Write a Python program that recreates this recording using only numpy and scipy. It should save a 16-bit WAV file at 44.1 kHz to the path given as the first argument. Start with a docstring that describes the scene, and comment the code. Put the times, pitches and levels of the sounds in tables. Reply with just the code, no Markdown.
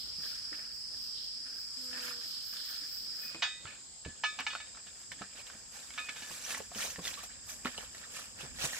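"""Cicadas sing throughout, a katydid at first, and a bee passes while someone walks through weeds near
the microphone, steel tools clinking on the shoulder, boots thudding and snapping stems.
Weeds and cicadas are filtered random clicks, the katydid is gated noise, the bee is a sum of harmonics,
steel is decaying sine modes with chatter, and snaps and thuds are short gritty rings.
The scene crossfades once, from among the trunks to a clearing."""
import sys
import numpy as np
from scipy import signal
from scipy.fft import rfft, irfft, next_fast_len
from scipy.io import wavfile
from scipy.ndimage import uniform_filter1d, map_coordinates

SR = 44100
rng = np.random.default_rng(int(sys.argv[2]) if len(sys.argv) > 2 else 0)


def file_out(sig):
    """Save sig as 16-bit WAV at sys.argv[1]."""
    # one column per channel
    cols = np.atleast_2d(sig).T
    # limit, then scale
    lim = np.clip(cols, -1, 1)
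    pcm = np.round(lim * 32767).astype(np.int16)
    wavfile.write(sys.argv[1], SR, pcm)


N = 387638


def gain_of(db):
    """Amplitude factor of a level in dB."""
    return np.exp(np.asarray(db) * (np.log(10) / 20))


def evened(x):
    """Scales to an rms of one."""
    return x / np.sqrt(np.mean(x ** 2) + 1e-20)


def read(points, hz):
    """Reads a (hz, value) curve, straight over log frequency."""
    f, value = np.transpose(points)
    return np.interp(np.log(hz + 1), np.log(f + 1), value)


def curves(rows):
    """Joins timed rows by straight lines, one curve a column."""
    s, *columns = np.transpose(rows)
    return [np.interp(np.arange(N) / SR, s, c) for c in columns]


def add(mix, s, sound):
    """Adds a sound to the mix at s seconds."""
    part = mix[round(s * SR):][:len(sound)]
    part += sound[:len(part)]


def colour(x, points):
    """Filters by a (hz, dB) curve and evens the result."""
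    size = next_fast_len(N)
    gain = gain_of(read(points, np.fft.rfftfreq(size, 1 / SR)))
    return evened(irfft(rfft(x, size) * gain, size)[..., :N])


def wander(length, size):
    """Slow random drift with an rms of one, smoothed over size samples."""
    return evened(uniform_filter1d(rng.standard_normal(length), size=size))


def grains(count, spread_db):
    """Two unrelated trains of count random clicks; a few are large."""
    place, sign, size = rng.random((count, 2, 3)).T
    train = np.zeros((2, N))
    size_db = spread_db * np.minimum(-np.log(size + 1e-9), 5)
    np.put_along_axis(train, (place * N).astype(int), np.sign(sign - .5) * gain_of(size_db), 1)
    return evened(train)


def spread(pair, same):
    """The right port hears a share of what the left hears."""
    same = np.clip(same, 0, 1)
    return np.array([pair[0], same * pair[0] + np.sqrt(1 - same ** 2) * pair[1]])


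def bursts(rows):
    """Loudness of separate swells (top s, dB, rise s, fall s), added as powers."""
    t = np.arange(0, N + 64, 64) / SR
    power = 0
    for s, db, rise, fall in rows:
        drop = np.maximum((s - t) / abs(rise), (t - s) / abs(fall))  # in steps of 20 dB
        power = power + gain_of(db - 20 * drop) ** 2
    return np.interp(np.arange(N) / SR, t, np.sqrt(power))


# crossfade from among the trunks to the clearing: start_s, end_s
CROSSFADE_S = (3.3, 3.4)


def clearing_share(seconds):
    """Share of the crossfade made: 0 among the trunks, 1 in the clearing."""
    return np.interp(seconds, CROSSFADE_S, [0, 1])


# legs and boots through weeds: top_s, stalks_db, fizz_db, rise_s, fall_s
# (levels before panning; each time is for 20 dB, its sign ignored)
BRUSH = [(.24, -54, -55.5, 0.065, 0.6), (.54, -51.5, -64, 0.047, 0.26), (.94, -65, -62, .08, 0.3),
         (1.46, -58, -62, 0.025, 0.68), (1.98, -45, -51, .12, 0.07), (2.059, -44, -46, 0.15, 0.17),
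         (2.22, -61.5, -54.5, 0.041, 1), (2.53, -55, -52, 0.014, 0.3), (2.71, -52.5, -52, 0.089, 0.18),
         (2.84, -57, -56, .06, 0.25), (3.25, -55.5, -60, 0.31, 0.32), (3.33, -57.5, -74, 0.14, 0.34),
         (3.71, -52, -69, 0.15, 0.15), (4.06, -57, -87, 0.03, 0.27), (4.41, -39, -51, .03, 0),
         (4.52, -53.5, -70, 0.45, .5), (4.75, -60, -80, 0.017, 0.2), (4.87, -59.5, -68, .06, 0.2),
         (5.01, -61, -61, 0.22, 0.15), (5.12, -47.5, -52.5, 0.0071, 0.04), (5.22, -52.5, -64, 0.12, 0.15),
         (5.4, -48.5, -55, 0.13, .05), (5.47, -56, -57.5, 0.059, 0.4), (5.75, -53.5, -52, 0.067, 0.45),
         (5.99, -51.5, -57, 0.11, 0.44), (6.09, -53, -66, 0.023, 0.3), (6.17, -53.5, -51, 0.036, 0.5),
         (6.36, -51, -45.5, 0.32, 0.1), (6.511, -41, -38.5, 0.15, .14), (6.58, -52, -40.5, .02, 0.02),
         (6.781, -44, -40, 0.047, 0.22), (6.84, -42.5, -38.5, 0.13, 0.12), (6.91, -67, -43, 0.055, .05),
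         (7.058, -44.5, -41, 0.054, 0.19), (7.19, -49.5, -54, 0.071, 0.09),
         (7.24, -50.5, -46.5, 0.038, .05), (7.31, -55, -77, 0.079, 0.36), (7.499, -52, -42.5, 0.049, 0.12),
         (7.66, -47, -49.5, 0.029, 0.15), (7.829, -50, -54.5, .3, 0.1), (7.95, -56, -56.5, .08, .5),
         (8.05, -50, -60, 0.12, .04), (8.168, -45.5, -44, 0.085, 0.16), (8.41, -45, -50, 0.06, .15),
         (8.6, -45, -48, 0.023, 0.2), (8.651, -35, -33.5, 0.079, 0.08), (8.73, -49, -44, 0.059, -3.5)]
# colour of stalks, then of leaf fizz: pitch_hz, relative_db per Hz
LEAF_BODY = [(88, -67), (150, -13), (264, -4.5), (365, -25), (485, -7), (903, -14), (1810, 0),
             (2080, -10.5), (2260, -2), (4400, -8), (5720, -18), (9680, -120)]
LEAF_FIZZ = [(2500, -20), (4000, -18.5), (6000, -3.5), (9000, -9), (12000, -12), (15000, -18), (16000, -29)]
# further colour of stalks, from among the trunks and close by: pitch_hz, relative_db
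FAR_STALKS = [(300, -1), (900, -2), (1400, 5), (1900, 0.5), (2300, -0.5), (3500, -3)]
NEAR_STALKS = [(300, -0.5), (750, 3.5), (1500, 0.5), (2500, -0.5), (3500, 1)]


def brush():
    """Leaves crackle in clumps; each leaf favours its own patch of pitches for a moment."""
    stalks = bursts([(s, db, rise, fall) for s, db, _, rise, fall in BRUSH])
    fizz = bursts([(s, db, rise, fall) for s, _, db, rise, fall in BRUSH])
    clumps = gain_of(0.86 * wander(N, 300))
    clicks = grains(count=45000, spread_db=2.0) * clumps + .5 * grains(count=4000, spread_db=1.8)
    z = signal.stft(spread(clicks, 0.37), nperseg=256)[2]
    leaves = rng.standard_normal(z.shape[1:])  # pitch by time
    leaves = evened(uniform_filter1d(uniform_filter1d(leaves, size=4, axis=0), size=4, axis=1))
    crackle = signal.istft(z * gain_of(3.3 * leaves), nperseg=256)[1][:, :N]
    body, near = colour(crackle, LEAF_BODY), clearing_share(np.arange(N) / SR)
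    body = (1 - near) * colour(body, FAR_STALKS) + near * colour(body, NEAR_STALKS)
    return stalks * gain_of([[-1.8], [1.8]]) * body + fizz * colour(crackle, LEAF_FIZZ)


# steel on steel: start_s, level_db (before the mix of ring and crack), place (blade edge 0 to socket 1),
# crack (share), rattle_s (decay constant), damping (divides the ring times)
CLINKS = [(3.421, -24, .1, 0.8, 0.022, 1.11), (3.668, -40, 0.63, 0.76, .01, 1.8),
          (4.049, -40.5, 1, 1.1, 0.0082, 3.5), (4.236, -22, 0.7, 0.75, 0.012, 1.2),
          (4.387, -27.5, .4, 0.72, 0.017, 5.3), (4.407, -33, 0.42, 0.67, 0.0028, 6.7),
          (4.465, -23, 0.6, 0.9, 0.0051, 3), (4.502, -34, 0.16, .3, 0.011, 1.1),
          (4.600, -37, 1, 1.35, 0.0035, 2.5), (4.868, -43.5, 0.18, 0.78, 0.0054, 5.7),
          (5.977, -32, 0.93, 0.9, 0.013, 1.9), (6.086, -32.5, 1, 0.86, 0.0052, 3.8),
          (6.158, -40, 0.078, 0.65, 0.015, 2.6), (6.22, -40.5, 0.48, 0.7, .015, 0.82)]
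# modes of the steel: pitch_hz
STEEL_HZ = [861, 996, 1254, 1427, 1550, 1730, 1820, 1981, 2284, 2495, 2546, 2916, 2988, 3074, 3366, 3602,
            3707, 4011, 4242, 4403, 4737, 5105, 5397, 5889, 5972, 6650]
# the same modes: t60_s before damping, edge_db, socket_db (struck at either end)
STEEL = [(0.011, -21, -6), (0.15, -14.5, -17), (0.33, -17, -9.5), (0.22, -10, -18.5), (0.39, -12, -49),
         (0.29, -12, -3), (0.48, -15, -41), (0.79, -16, -50), (0.37, -12.5, -3), (0.46, -5, -21),
         (0.27, -21, -8), (0.14, -2, -4), (.15, -21, -19), (0.43, -10.5, -20), (0.26, 1, -46),
         (0.54, -16, -13), (0.74, -4.5, -43), (0.36, -30, -25), (0.42, -23, -30), (0.2, -7.5, -11.5),
         (0.39, -9, -42), (0.42, -13.5, -18.5), (0.17, -22, -39), (0.15, -16, -33), (0.28, -19, -18),
         (0.24, -13.5, -24)]


def clink(db, place, crack, rattle, damping):
    """A tap rings the steel, the place choosing the modes; the contact chatters as a short noise."""
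    t, (t60, edge_db, socket_db) = np.arange(SR // 4) / SR, np.transpose(STEEL)
    knots = np.linspace(0, t[-1], 33)[:, None]
    # the tools keep touching loosely, so every mode wavers on its own
    waver_db = 2.8 * rng.standard_normal((len(knots), len(STEEL)))
    struck_db = edge_db + place * (socket_db - edge_db)
    level = gain_of(struck_db - 60 * knots * damping / t60 + waver_db)
    phase = rng.uniform(0, 2 * np.pi, len(STEEL))
    ring = sum(np.interp(t, knots[:, 0], g) * np.sin(2 * np.pi * hz * t + p)
               for g, hz, p in zip(level.T, STEEL_HZ, phase))
    band = signal.butter(3, [800, 4000], "bandpass", fs=SR)
    chatter = evened(signal.lfilter(*band, rng.standard_normal(len(t))))
    chatter = chatter * np.exp(-t / max(rattle, 1e-4))
    shape = (1 - np.exp(-t / 0.0016)) * np.minimum((t[-1] - t) / .05, 1)
    return gain_of(db) * (0.52 * ring + 0.56 * crack * chatter) * shape


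# extra short rings of single steel modes, some along with a clink: start_s,
# level_db (of each mode, before its rise and decay), modes (indices into STEEL_HZ),
# rise_s (time constant), t60_s, length_s
EXTRA_RINGS = [(3.19, -50, [9], .05, 2, .235), (3.675, -54, [8, 9], .01, .5, .11), (4.07, -51, [5],
               .008, .22, .075), (4.515, -47, [19], .01, .4, .07), (5.978, -42, [9], .004, .8, .116),
               (5.978, -44, [2, 16], .003, .2, .07), (6.097, -43, [5], .003, .12, .04)]


def extra_ring(db, modes, rise, t60, length):
    """One or two modes swell, ring unevenly and are stopped."""
    t = np.arange(round(length * SR)) / SR
    knots = np.arange(0, length + .012, .012)
    ring = 0
    for k in modes:
        uneven_db = np.interp(t, knots, 1.5 * rng.standard_normal(len(knots)))
        ring = ring + gain_of(uneven_db) * np.sin(2 * np.pi * STEEL_HZ[k] * t)
    stop = np.minimum((length - t) / 0.0044, 1)
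    return gain_of(db - 60 * t / t60) * (1 - np.exp(-t / rise)) * stop * ring


# stems and clods cracking underfoot: start_s, peak_db (before panning), pitch_hz
SNAPS = [(0.529, -37, 1840), (1.93, -34, 1740), (2.214, -42, 1660), (2.532, -44, 1610), (2.569, -37, 3560),
         (3.346, -32.5, 2490), (3.654, -36, 1340), (4.534, -33, 1060), (4.551, -26.5, 1430),
         (4.67, -45, 2270), (4.749, -45, 1330), (4.772, -41.5, 1350), (5.118, -32, 1820),
         (5.219, -31, 1310), (5.467, -39.5, 3220), (5.5, -37, 1510), (5.905, -37, 2230), (5.939, -39, 3520),
         (6.092, -27, 2270), (6.31, -38.5, 1120), (6.424, -39, 4090), (6.506, -29, 1800),
         (6.547, -26, 1930), (6.574, -36, 1060), (6.584, -42, 2330), (6.603, -34, 468), (6.717, -40.5, 734),
         (6.749, -34.5, 3040), (6.803, -30, 1400), (6.959, -33.5, 1810), (6.99, -37.5, 1050),
         (7.043, -30, 3580), (7.053, -26.5, 3550), (7.071, -31, 1990), (7.078, -23.5, 3300),
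         (7.14, -28.5, 4070), (7.235, -41.5, 750), (7.53, -46, 2300), (7.648, -29, 2480),
         (7.657, -22, 1400), (7.67, -25.5, 1870), (7.746, -38, 1810), (7.778, -28.5, 2980),
         (7.782, -34, 454), (7.948, -36, 1870), (8.168, -31, 2380), (8.396, -47, 2930), (8.587, -36, 1910),
         (8.732, -29, 1840)]
# footfalls felt through the soil: time_s, peak_db (before panning), pitch_hz
THUDS = [(0.176, -49, 143), (0.516, -43, 307), (0.936, -56, 86), (1.956, -50, 237), (2.812, -50.5, 290),
         (3.343, -41.5, 330), (3.646, -43.5, 88.4), (4.054, -35, 73), (4.394, -46.5, 269),
         (5.206, -39.5, 197), (5.546, -50.5, 220), (6.217, -49, 254), (6.3, -47, 164), (6.589, -51.5, 216),
         (6.754, -38, 219), (6.979, -37.5, 173), (7.648, -29, 248), (8.427, -39.5, 145), (8.635, -34, 131)]
# something hollow pops underfoot: start_s, peak_db (before panning), pitch_hz, t60_s
POP = (7.174, -45, 1150, .13)
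SNAP_T60_S, THUD_T60_S = 0.021, 0.12


def knock(db, hz, t60, grit, width):
    """A strongly damped ring, roughened by grit around its pitch."""
    t = np.arange(round(1.2 * min(t60, .15) * SR) + 64) / SR
    band = signal.butter(2, [hz / width, min(hz * width, 7000)], "bandpass", fs=SR)
    noise = evened(signal.lfilter(*band, rng.standard_normal(8192)))[:len(t)]
    ring = np.sin(2 * np.pi * hz * t) + grit * noise
    sound = ring * gain_of(-60 * t / t60) * (1 - np.exp(-t * hz * 4))
    return gain_of(db) * sound / abs(sound).max()


def trees(x, t60):
    """Trunks and bushes scatter sparse echoes, other ones to each side."""
    taps = np.zeros((2, SR // 2))
    # one echo at a random place in every 20 samples
    at = np.arange(200, SR // 2 - 20, 20) + rng.integers(0, 20, (2, (SR // 2 - 201) // 20))
    np.put_along_axis(taps, at, rng.choice([-1., 1.], at.shape), 1)
    taps *= gain_of(-60 * np.arange(SR // 2) / SR / t60)
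    return signal.fftconvolve(x[None], taps / np.linalg.norm(taps[0]), axes=1)[:, :N]


# cicada choruses: start_s, low_db, high_db (before throb and panning)
CHORUS = [(0.0, -44, -57), (0.24, -40, -57.5), (0.71, -44, -58), (1.1, -41, -57), (1.52, -43, -59),
          (1.79, -42.5, -51), (2.3, -43, -56.5), (3.28, -42, -56), (3.47, -62.5, -54.5), (4.5, -56.5, -54),
          (6.5, -58.5, -54), (7.2, -57, -53), (8.79, -58, -54.5)]
# a duller cicada that swells now and then: top_s, level_db (before throb and panning), rise_s, fall_s
# (each time is for 20 dB, its sign ignored)
SWELLS = [(0.0, -48, .1, 0.36), (.24, -48.5, 0.034, 0.34), (.99, -57.5, .1, 1), (1.18, -47, .08, .25),
          (1.79, -57, 0.11, 1), (2.05, -53, 0.21, -2.3), (2.37, -48, 0.31, .16), (2.6, -46.5, 0.14, -0.28),
          (2.75, -48.5, 0.27, .1), (3.0, -59, 0.84, -3.7), (3.27, -64, .18, -0.5)]
# resonances of the three tymbals: pitch_hz, width_hz (at half amplitude), relative_db
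LOW_TYMBAL = [(5093, 630, 3.5), (4720, 640, -5.5), (5520, 1180, -12)]
HIGH_TYMBAL = [(7663, 1060, 8), (6570, 690, -1.5), (8480, 690, -7)]
DULL_TYMBAL = [(3400, 1020, -0.5), (4360, 720, 4)]


def chorus(level, tymbal, throb_hz, throb_db, pan_db):
    """Many tymbals click out of step; the nearest singers make the whole throb a little."""
    clicks, size = spread(grains(count=50000, spread_db=1.5), 0.014), next_fast_len(N)
    hz = np.fft.rfftfreq(size, 1 / SR)
    ring = sum(gain_of(g) / (1 + (2 * (hz - f) / w) ** 4) for f, w, g in tymbal)
    song = evened(irfft(rfft(clicks, size) * ring, size)[:, :N])
    wobble = np.cumsum(1 + 0.04 * wander(N, 8000))  # the throb rate drifts
    throb = throb_db * np.sin(2 * np.pi * throb_hz * wobble / SR)
    return level * gain_of(throb + np.array([[pan_db], [-pan_db]])) * song


# katydid chirps: top_s, level_db, pitch_hz (wing resonance)
KATYDID = [(0.0, -57.5, 13600), (0.27, -55.5, 13800), (0.58, -67, 13600), (0.76, -64, 14500),
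           (1.03, -59, 13600), (1.24, -64, 14500), (1.6, -60, 14600), (1.84, -58, 12800),
           (2.06, -52.5, 13350), (2.29, -54, 13700), (2.5, -50.5, 13900), (2.7, -49.5, 14200),
           (2.95, -49.5, 14200), (3.24, -50, 14300)]
CHIRP_RISE_S, CHIRP_FALL_S = 0.13, 0.18  # time to change by 20 dB


def resonate(x, hz, width):
    """Shifts the curve hz down to zero, smooths twice, and shifts back."""
    turn, r = np.exp(2j * np.pi * np.cumsum(hz) / SR), np.exp(-np.pi * width / SR)
    smooth = signal.lfilter([(1 - r) ** 2], [1, -2 * r, r * r], x / turn + 1e-18)
    return 2 * (turn * smooth).real


def katydid():
    """Wing strokes gate a hiss of teeth that rings the wing; silent from the end of the crossfade."""
    end = round(CROSSFADE_S[1] * SR)
    hz = curves(KATYDID)[1][:end]
    fade = np.minimum(np.arange(end)[::-1] / SR / 0.12, 1) ** 2
    level = bursts([(s, db, CHIRP_RISE_S, CHIRP_FALL_S) for s, db, _ in KATYDID])[:end] * fade
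    strokes = np.cumsum(180 * (1 + 0.08 * wander(SR * 4, 2000)[:end])) / SR  # about 180 a second
    teeth = spread(rng.standard_normal((2, end)), .2) * (0.4 + np.exp(-(strokes % 1) / 0.36))
    return np.pad(level * evened(resonate(teeth, hz, 1300)), ((0, 0), (0, N - end)))


# bee flying off: start_s, beat_hz (before waver; it sags), beat_db, overtones_db (left side levels)
BEE = [(1.75, 267, -58, -77), (1.85, 253, -61.5, -66), (2.0, 250, -61, -61), (2.1, 244.3, -67, -60.5),
       (2.25, 235.3, -73, -68)]
# its overtones: multiple of the beat, relative_db
BEE_ORDERS = [(2, 0.5), (3, -26), (4, -11.5), (5, -6), (6, -15), (7, -25)]
BEE_WAVER = .008  # share of the beat rate


def bee():
    """An unsteady wing beat with a few overtones, stronger on the right."""
    start, end = round(BEE[0][0] * SR), round(BEE[-1][0] * SR)
    hz, beat_db, over_db = (c[start:end] for c in curves(BEE))
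    waver = 1 + BEE_WAVER * wander(SR, 600)[:len(hz)]
    turn = 2 * np.pi * np.cumsum(hz * waver) / SR
    overtones = sum(gain_of(g) * np.cos(k * turn) for k, g in BEE_ORDERS)
    buzz = gain_of(beat_db) * np.cos(turn) + gain_of(over_db) * overtones
    return gain_of([[0.], [4.5]]) * np.pad(buzz * signal.windows.tukey(len(hz), .15), (start, N - end))


# air among the trunks, then in the clearing: pitch_hz, relative_db per Hz
GROVE = [(53, -44), (90, -23.5), (228, -17), (873, -22), (1320, -20.5), (3890, -22), (5040, -1),
         (6260, -39), (7940, -16), (11200, -29), (14300, -34), (15900, -63)]
CLEARING = [(53, -37), (90, -8.5), (893, -10.5), (1780, -16.5), (4150, -19.5), (4930, -3), (6000, -13),
            (7610, 3.5), (8660, -28), (9450, -35), (14600, -28), (15900, -40)]
# relative_db of the air: among the trunks, in the clearing
AIR_DB = (-52.5, -55.5)
# likeness of left and right: pitch_hz, likeness
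SAME = [(100, 1), (300, 0.067), (1000, 0.043), (4000, 0.034)]


def air():
    """Distant leaves: random short-time spectra with drifting patches."""
    frames, hz = N // 256 + 5, np.fft.rfftfreq(1024, 1 / SR)
    a, b, c, d, patches = rng.standard_normal((5, 513, frames))  # pitch by time
    patches = evened(uniform_filter1d(uniform_filter1d(patches, 12, 0), 14, 1))
    same, left = np.clip(read(SAME, hz), -1, 1)[:, None], a + 1j * b
    z = np.array([left, same * left + np.sqrt(1 - same ** 2) * (c + 1j * d)])
    grove, clearing = (gain_of(db) * evened(gain_of(read(p, hz)))[:, None]
                       for p, db in zip((GROVE, CLEARING), AIR_DB))
    share = clearing_share(np.arange(frames) * 256 / SR)
    z *= (1 - share) * grove + share * clearing
    z *= gain_of(2.4 * patches - 25 + np.array([-1.2, 1.2])[:, None, None])
    return signal.istft(z, nperseg=1024, noverlap=768)[1][:, :N]


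# moving air at the microphone: start_s, level_db (before lumps and panning)
BREEZE = [(0.0, -62.5), (1.0, -67), (2.9, -70.5), (3.3, -69), (5.5, -69.5), (7.0, -64.5), (7.9, -60),
          (8.15, -67), (8.6, -56.5), (8.79, -65)]


def breeze():
    """A low, lumpy rumble of moving air."""
    gusts = spread(rng.standard_normal((2, N)), 0.51)
    # pitch_hz, relative_db
    rumble = colour(gusts, [(20, -47), (35, -7.5), (52, -3.5), (80, -5.5), (140, -13.5), (260, -12.5), (500, -70)])
    lumps_db = 1.0 * wander(N, 6000)
    return gain_of(curves(BREEZE)[0] + lumps_db + np.array([[-1.4], [1.4]])) * rumble


# direct sounds of the walker: start_s, lag_s (left is late by this)
LAG = [(0, -.0006), (3.2, -.0006), (3.4, 2e-5), (6.5, 3e-5), (8.79, 13e-5)]


def scene():
    """The walker, lagged between the sides and echoed by trees, over insects, air and breeze."""
    near, underfoot, ground = np.zeros((3, N))
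    for s, *row in CLINKS:
        add(near, s, clink(*row))
    for s, *row in EXTRA_RINGS:
        add(near, s, extra_ring(*row))
    for s, *row in SNAPS:
        add(underfoot, s, knock(*row, t60=SNAP_T60_S, grit=0.72, width=2.13))
    for s, *row in THUDS:
        # every thud starts 4 ms after its listed time
        add(ground, s + 0.00401, knock(*row, t60=THUD_T60_S, grit=0.73, width=3.36))
    add(underfoot, POP[0], knock(*POP[1:], grit=0.11, width=1.1))
    left, right = (near + underfoot + ground) * gain_of([[-1.5], [1.5]]) + brush()
    left = map_coordinates(left, [np.arange(N) - curves(LAG)[0] * SR], order=1)
    echoes = gain_of(-1.5) * trees(near + 0.73 * underfoot, t60=0.078)
    low, high = gain_of(curves(CHORUS))
    insects = chorus(low, LOW_TYMBAL, throb_hz=31.5, throb_db=0.82, pan_db=-1.0)
    insects += chorus(high, HIGH_TYMBAL, throb_hz=68.0, throb_db=0.35, pan_db=1.0)
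    insects += chorus(bursts(SWELLS), DULL_TYMBAL, throb_hz=38.0, throb_db=0.53, pan_db=-0.85)
    return np.array([left, right]) + echoes + insects + katydid() + bee() + air() + breeze()


EDGE_HZ = 15900


def record(dry):
    """The band limit of the recorder: a steep low-pass at EDGE_HZ."""
    return signal.oaconvolve(dry, signal.firwin(511, EDGE_HZ, window=("kaiser", 9), fs=SR)[None], "same")


dry = scene()
out = record(dry)
file_out(out)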